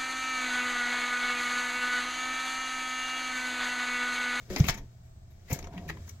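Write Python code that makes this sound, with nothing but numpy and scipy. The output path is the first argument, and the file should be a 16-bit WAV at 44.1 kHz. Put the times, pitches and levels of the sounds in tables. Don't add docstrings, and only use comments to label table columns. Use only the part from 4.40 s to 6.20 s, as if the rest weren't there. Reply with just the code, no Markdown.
import sys
import numpy as np
from scipy import signal
from scipy.fft import rfft, irfft, next_fast_len
from scipy.io import wavfile
from scipy.ndimage import uniform_filter1d, map_coordinates

SR = 44100
rng = np.random.default_rng(int(sys.argv[2]) if len(sys.argv) > 2 else 0)


def unload_audio(sound):
    columns = np.transpose(np.atleast_2d(sound))
    steps = np.round(np.clip(columns, -1, 1) * 32767)
    wavfile.write(sys.argv[1], SR, steps.astype(np.int16))


def voltage_ratio(decibels):
    exponent = np.asarray(decibels, float) / 20
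    return 10 ** exponent


N = 79380

# (frequency [Hz], width [Hz], level [dB])
STEEL_MODES = [(1000, 430, -14.5), (1854, 80, 3.5), (2260, 99, -2.5), (3290, 50, 2), (3800, 150, -10.5),
               (5100, 170, 0.5), (6400, 86, -9.5), (7080, 130, 4.5), (11990, 140, -3.5)]
# (frequency [Hz], correlation [-1..1])
CONTACT_ALIKE = [(60, 1), (240, 0.97), (950, 1), (3770, 0.16), (15000, 0.075)]
# (frequency [Hz], correlation [-1..1])
PANEL_ALIKE = [(200, 1), (1000, 0.83)]
# (frequency [Hz], correlation [-1..1])
QUIET_ALIKE = [(60, 0.99), (240, 0.92), (950, -0.27), (3770, -0.27), (15000, -0.01)]


def unit(x):
    return x / np.sqrt(np.mean(x ** 2) + 1e-20)


def along(points, hz):
    f, v = np.transpose(points)
    return np.interp(np.log(hz + 1), np.log(f + 1), v)


def curve(points):
    s, v = np.transpose(points)
    return np.interp(np.arange(N) / SR, s, v)


def wobble(rate_hz):
    knots = rng.standard_normal(int(N * rate_hz / SR) + 4)
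    return map_coordinates(knots, [np.arange(N) * rate_hz / SR])


def filtered(x, response):
    m = next_fast_len(x.shape[-1] + SR // 4)
    spectrum = rfft(x, m) * response(np.fft.rfftfreq(m, 1 / SR))
    return irfft(spectrum, m)[..., :x.shape[-1]]


def peaks(modes, f):
    total = 0
    for k, (centre, width, db) in enumerate(modes):
        resonance = 1j * f * width / (centre * centre - f * f + 1j * f * width)
        total = total + (-1) ** k * voltage_ratio(db) * resonance
    return total


def pair(n, alike):
    def mix(hz):
        angle = np.arccos(np.clip(along(alike, hz), -1, 1)) / 2
        return np.array([np.cos(angle), np.sin(angle)])

    mid, side = filtered(rng.standard_normal((2, n)), mix)
    return np.array([mid + side, mid - side])


def lean(hz):
    # (frequency [Hz], level [dB])
    left_over_right = [(60, 20), (240, -4.5), (950, 1.5), (3770, 6.5), (15000, 11)]
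    left_lag_s = .0001
    half = np.array([[.5], [-.5]])
    return voltage_ratio(along(left_over_right, hz) * half) * np.exp(-2j * np.pi * hz * left_lag_s * half)


def bass_arrival(x):
    left_lag_s = 0.000086
    half = np.array([[.5], [-.5]])
    return filtered(x, lambda hz: np.exp(-2j * np.pi * hz * left_lag_s * half))


def ventilation():
    # (frequency [Hz], density [dB per Hz])
    turbulence = [(12, -43), (20, 1.5), (53, -7.5), (69, 3.5), (125, -10.5), (211, -20.5), (555, -32.5),
                  (653, -15.5), (1000, -30), (1300, -46), (2200, -120)]
    # (frequency [Hz], width [Hz], level [dB])
    duct_modes = [(61, 21, -28), (78.1, 9.5, 8), (170, 75, -0.5), (786, 390, -7.5)]
    noise = pair(N, QUIET_ALIKE)
    rumble = filtered(noise, lambda hz: voltage_ratio(along(turbulence, hz)) * (1 + peaks(duct_modes, hz)))
    return voltage_ratio(-49.5 - 2.5) * unit(rumble)


def microphone_hiss():
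    # (frequency [Hz], density [dB per Hz])
    spectrum = [(530, -26), (900, -28), (1050, -1), (1740, -4.5), (2270, -9), (6610, -8), (8110, -5),
                (9150, -27), (15900, -13)]
    hiss = unit(filtered(pair(N, QUIET_ALIKE), lambda hz: voltage_ratio(along(spectrum, hz))))
    return voltage_ratio(-69 + 2.6 * wobble(5.3)) * hiss


def mains_hum():
    # (frequency [Hz], level [dB])
    lines = [(120, -50), (360, -73)]
    t = np.arange(N) / SR
    return sum(voltage_ratio(db - 4.5 + 3.0 * wobble(2.38)) * np.sin(2 * np.pi * hz * t) for hz, db in lines)


def room(x):
    # (frequency [Hz], decay by 60 dB [s])
    decay = [(300, 0.13), (2000, 0.19), (10000, 0.072)]
    hz, t, z = signal.stft(rng.standard_normal((2, SR // 2)), SR, nperseg=256)
    tail = signal.istft(z * voltage_ratio(-60 * t / along(decay, hz)[:, None]), SR, nperseg=256)[1]
    delayed = np.pad(x, ((0, 0), (200, 0)))
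    return signal.fftconvolve(delayed, tail / np.linalg.norm(tail[0]), axes=1)[:, :N]


def panel_murmur():
    # (time [s], level [dB])
    load = [(0, -97), (.095, -60), (.104, -45), (.29, -46), (.44, -54.5), (.5, -80), (1.07, -95),
            (1.11, -42.5), (1.17, -42), (1.22, -47), (1.27, -53), (1.48, -50), (1.63, -57), (1.8, -66)]
    # (frequency [Hz], density [dB per Hz])
    force = [(120, -3.5), (200, 1), (450, -12), (1000, -21.5), (2000, -52.5)]
    # (frequency [Hz], width [Hz], level [dB])
    panel_modes = [(393.7, 28.5, 1), (564.5, 14.5, 12.5), (678, 12.7, 13), (933, 13, 8.5)]
    lumpy = voltage_ratio(2.5 * wobble(45.49)) * pair(N, PANEL_ALIKE)
    murmur = filtered(lumpy, lambda hz: voltage_ratio(along(force, hz)) * (1 + peaks(panel_modes, hz)))
    return voltage_ratio(curve(load)) * unit(murmur)


def friction():
    # (time [s], level [dB])
    rubbing = [(0, -54), (.09, -55.5), (.11, -37.5), (.3, -39), (.41, -60.5), (.75, -70), (1.05, -60),
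               (1.15, -40.5), (1.29, -66), (1.34, -54.5), (1.7, -55), (1.8, -69.5)]
    # (frequency [Hz], density [dB per Hz])
    skin = [(530, -0.5), (900, -16.5), (1510, -7.5), (2190, -11), (3810, -11.5), (6080, -9.5),
            (9260, -26.5), (12400, -22), (15900, -22.5)]
    grain = voltage_ratio(1 * wobble(330) + 0.45 * wobble(60.1))

    def colour(hz):
        return voltage_ratio(along(skin, hz)) * lean(hz) * (1 + 2.28 * peaks(STEEL_MODES, hz))

    return voltage_ratio(curve(rubbing) - 5.0) * unit(filtered(grain * pair(N, CONTACT_ALIKE), colour))


def bolt_slide():
    # (frequency [Hz], width [Hz], level [dB])
    guide_modes = [(715, 14, 0), (664, 14, -4), (960, 70, -16)]
    start_s, stop_s, fade_s = 1.23, 1.49, 0.0052
    t = np.arange(N) / SR
    moving = np.clip(np.minimum(t - start_s, stop_s - t) / fade_s, 0, 1)
    song = unit(filtered(pair(N, PANEL_ALIKE), lambda hz: peaks(guide_modes, hz)))
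    return voltage_ratio(-55 + 0.72 * wobble(27.4)) * moving * song


def panel_knocks():
    # (time [s], level [dB], frequency [Hz], decay by 60
    # dB [s])
    pushes = [(0.106, -35, 191, 0.25), (.103, -35.5, 365.4, 0.31), (.104, -41, 561, 0.21),
              (0.161, -29, 272.4, 0.082), (0.1989, -10.5, 184, 0.019), (0.228, -29.5, 76, 0.27),
              (0.243, -15.5, 154, 0.023), (0.267, -24.5, 182, 0.049), (.31, -46.5, 913, 0.18),
              (0.299, -24, 26.7, 0.18), (0.348, -39.5, 199.4, 0.18), (0.399, -32, 27.6, 0.23),
              (1.197, -36, 28.8, 0.4), (1.229, -38.5, 79.6, 0.36), (1.313, -38, 151, 0.08),
              (1.36, -34.5, 178, 0.29), (1.41, -38, 84, 0.28), (1.468, -35.5, 157, 0.27),
              (1.521, -42, 82.6, 1), (1.602, -36, 84.5, 0.61), (1.7, -43.5, 88.6, 0.88)]
    # (time [s], level [dB], frequency [Hz], decay by 60 dB [s])
    sheet_rings = [(.104, -41.5, 468, 0.16), (.2855, -40, 970, 0.068), (.286, -35, 1780, 0.048),
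                   (.2425, -40, 2377, .06), (.294, -52, 776, 0.068), (1.128, -39, 532, 0.087),
                   (1.132, -41, 2194, 0.14), (1.127, -41.5, 898, 0.084), (1.27, -41.5, 535, 0.057),
                   (1.572, -50.5, 1950, 0.026), (1.325, -53, 961, 0.16), (0.288, -40, 1880, 0.063),
                   (.29, -46, 719, .15), (.33, -46.5, 899, 0.26), (1.099, -45, 2130, 0.093),
                   (1.107, -53, 2230, 0.13), (1.103, -40.5, 515, 0.21), (1.11, -46.5, 726, 0.36),
                   (1.14, -46, 1705, 0.073), (1.242, -50, 913, 0.083), (1.335, -47, 285.2, 0.56),
                   (1.379, -47.5, 1920, 0.059), (1.49, -35, 1896, .04), (1.497, -32, 1868, 0.045),
                   (1.497, -43, 425, 0.087), (1.51, -48, 329, 0.31), (1.572, -49, 1010, 0.042),
                   (1.693, -48, 6220, .05)]
    out = np.zeros(N + SR)
    t = np.arange(SR // 2) / SR
    for s, db, hz, t60 in pushes + sheet_rings:
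        swell = 1 - np.exp(-t * hz / 0.26)
        out[round(s * SR):][:len(t)] += voltage_ratio(db - 60 * t / t60) * np.sin(2 * np.pi * hz * t) * swell
    return out[:N]


def contacts(rows, rise):
    # (frequency [Hz], density [dB per Hz])
    clatter = [(260, 0.5), (480, -5), (820, -0.5), (2360, -3), (4400, -8.5), (6600, -11.5), (9300, -27.5),
               (12000, -19), (15900, -23)]
    steel_db = 6
    favour_db, favour_width = 12, .14
    lead = 64
    out = np.zeros((2, N + SR))
    t = np.arange(SR // 5) / SR
    for s, db, tilt_db, length, near_hz in rows:
        spikes = voltage_ratio(2.6 * unit(uniform_filter1d(rng.standard_normal(len(t)), size=30)))
        u = t / np.clip(length, .001, .05)
        burst = pair(len(t), CONTACT_ALIKE) * spikes * u ** rise * np.exp(-2.5 * u)

        def colour(hz):
            nearest = peaks([(near_hz, favour_width * near_hz, favour_db)], hz)
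            modes = 1 + voltage_ratio(steel_db) * peaks(STEEL_MODES, hz) + nearest
            broad_db = along(clatter, hz) + tilt_db * np.log2((hz + 300) / 3000)
            return voltage_ratio(broad_db) * lean(hz) * modes

        hit = filtered(np.pad(burst, ((0, 0), (lead, 0))), colour)
        peak = np.sqrt(np.max(uniform_filter1d(hit.mean(0) ** 2, size=90)))
        out[:, round(s * SR) - lead:][:, :hit.shape[1]] += voltage_ratio(db - 6.5) * hit / peak
    return out[:, :N]


def latch_contacts():
    # (time [s], peak level [dB], brightness [dB per octave], length [s], nearest mode [Hz])
    rattles = [(.63, -66.5, 0.5, .04, 13000), (.895, -62.5, 2, 0.04, 12900), (1.075, -45.5, 2, 0.067, 1960),
               (1.098, -40, -4.5, 0.01, 2150), (1.1055, -30.5, -1.5, 0.014, 2170),
               (1.095, -36.5, 12, 0.038, 5560), (1.128, -22.5, 12.5, 0.0062, 7140),
               (1.136, -37.5, 7, 0.016, 1700), (1.19, -43, -1.5, 0.0066, 11900),
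               (1.2405, -45, -1, 0.011, 6400), (1.243, -46.5, -4, 0.016, 2270), (1.32, -44, -1, 0.031, 910),
               (1.364, -49, -2, 0.016, 2010), (1.376, -40, -1, 0.0063, 2570),
               (1.385, -45, -7.5, 0.013, 2030), (1.475, -44.5, 5, 0.022, 2430),
               (1.4875, -34.5, 1.5, 0.0054, 1800), (1.4955, -33, -4, 0.0098, 13800),
               (1.665, -50, 12, 0.03, 6600), (1.676, -49, 0, 0.005, 6340), (1.679, -44, -8, 0.005, 1880),
               (1.6895, -39.5, 9, 0.007, 6300), (1.688, -74, 11, 0.012, 11500)]
    # (time [s], peak level [dB], brightness [dB per octave], length [s], nearest mode [Hz])
    clicks = [(.1018, -38, 2, .003, 560), (1.1885, -36, 2, .006, 6800), (1.2265, -41, 0, .007, 5500),
              (1.2414, -42, 0, .005, 2300), (1.2695, -38, -3, .007, 1080), (1.27, -41, -1, .007, 6500),
              (1.378, -41, -3, .007, 3100), (1.4966, -29, 0, .006, 1880), (1.502, -31, 0, .008, 2000),
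              (1.571, -42, -3, .005, 1900), (1.694, -43, 3, .006, 5900)]
    return contacts(rattles, 1.29) + contacts(clicks, .45)


def air_puffs():
    # (time [s], peak level [dB])
    squeezes = [
        (0.198, -7.5),
        (0.282, -23),
        (1.117, -20),
    ]
    # (frequency [Hz], level [dB], decay by 60 dB [s])
    box_modes = [(69.6, -9.5, 0.091), (125.4, -15.5, 0.2), (155, 14, 0.031)]
    sealed_hz, sag_hz, seal_s = 155, 105, .011
    rise_s, sharpness = .0105, 5
    out = np.zeros(N + SR)
    t = np.arange(SR // 2) / SR
    cycles = sealed_hz * t - sag_hz * seal_s * (1 - np.exp(-t / seal_s))
    swell = (t / rise_s * np.exp(1 - t / rise_s)) ** sharpness
    puff = swell * np.sin(2 * np.pi * cycles)
    ring = sum(voltage_ratio(db - 60 * t / t60) * np.sin(2 * np.pi * hz * t) for hz, db, t60 in box_modes)
    ring = ring * (1 - np.exp(-(t / 0.014) ** 2))
    for s, db in squeezes:
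        out[round(s * SR):][:len(t)] += voltage_ratio(db) * (puff + ring)
    return out[:N]


def lid_contacts():
    # (time [s], peak level [dB], brightness [dB per octave], length [s], nearest mode [Hz])
    bounces = [(.101, -31, -13, 0.012, 535), (.1605, -23.5, 0, 0.0039, 5100),
               (.163, -25.5, -2.5, 0.013, 2100), (.18, -34.5, 12, 0.017, 5300),
               (.1995, -26, -0.5, 0.0047, 6140), (.2405, -29, 0.5, 0.0035, 2420),
               (.2485, -35.5, 13, 0.0017, 6400), (.2495, -33.5, 0, 0.013, 2580), (.262, -47, 6, .01, 15200),
               (.266, -36, 2.5, 0.0064, 12300), (.277, -26.5, 1, 0.012, 6900), (.284, -17, 2, 0.0052, 1834),
               (.289, -24.5, 1, 0.0041, 6670), (.294, -18.5, 0, 0.0048, 5100), (.299, -30, 4, 0.0031, 2350),
               (.304, -30, 4, 0.0032, 7200), (.312, -42.5, -4.5, 0.032, 2040), (.341, -38, 3, 0.009, 6900),
               (.37, -39.5, -1.5, 0.016, 6100), (.372, -50, 14, 0.012, 12000)]
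    return contacts(bounces, 1.29)


def scene():
    background = ventilation() + microphone_hiss() + mains_hum()
    handling = panel_murmur() + friction() + bolt_slide()
    low = bass_arrival(air_puffs() + panel_knocks())
    latch = latch_contacts()
    lid = lid_contacts()
    reverberation = voltage_ratio(-10.5) * (room(lid) + room(latch))
    return background + handling + low + latch + lid + reverberation


def band_limit(x):
    return signal.sosfilt(signal.butter(12, 16160, fs=SR, output="sos"), x)


def record(dry):
    mix = filtered(dry, lambda hz: hz < 15900)
    return band_limit(mix)


dry = scene()
out = record(dry)
unload_audio(out)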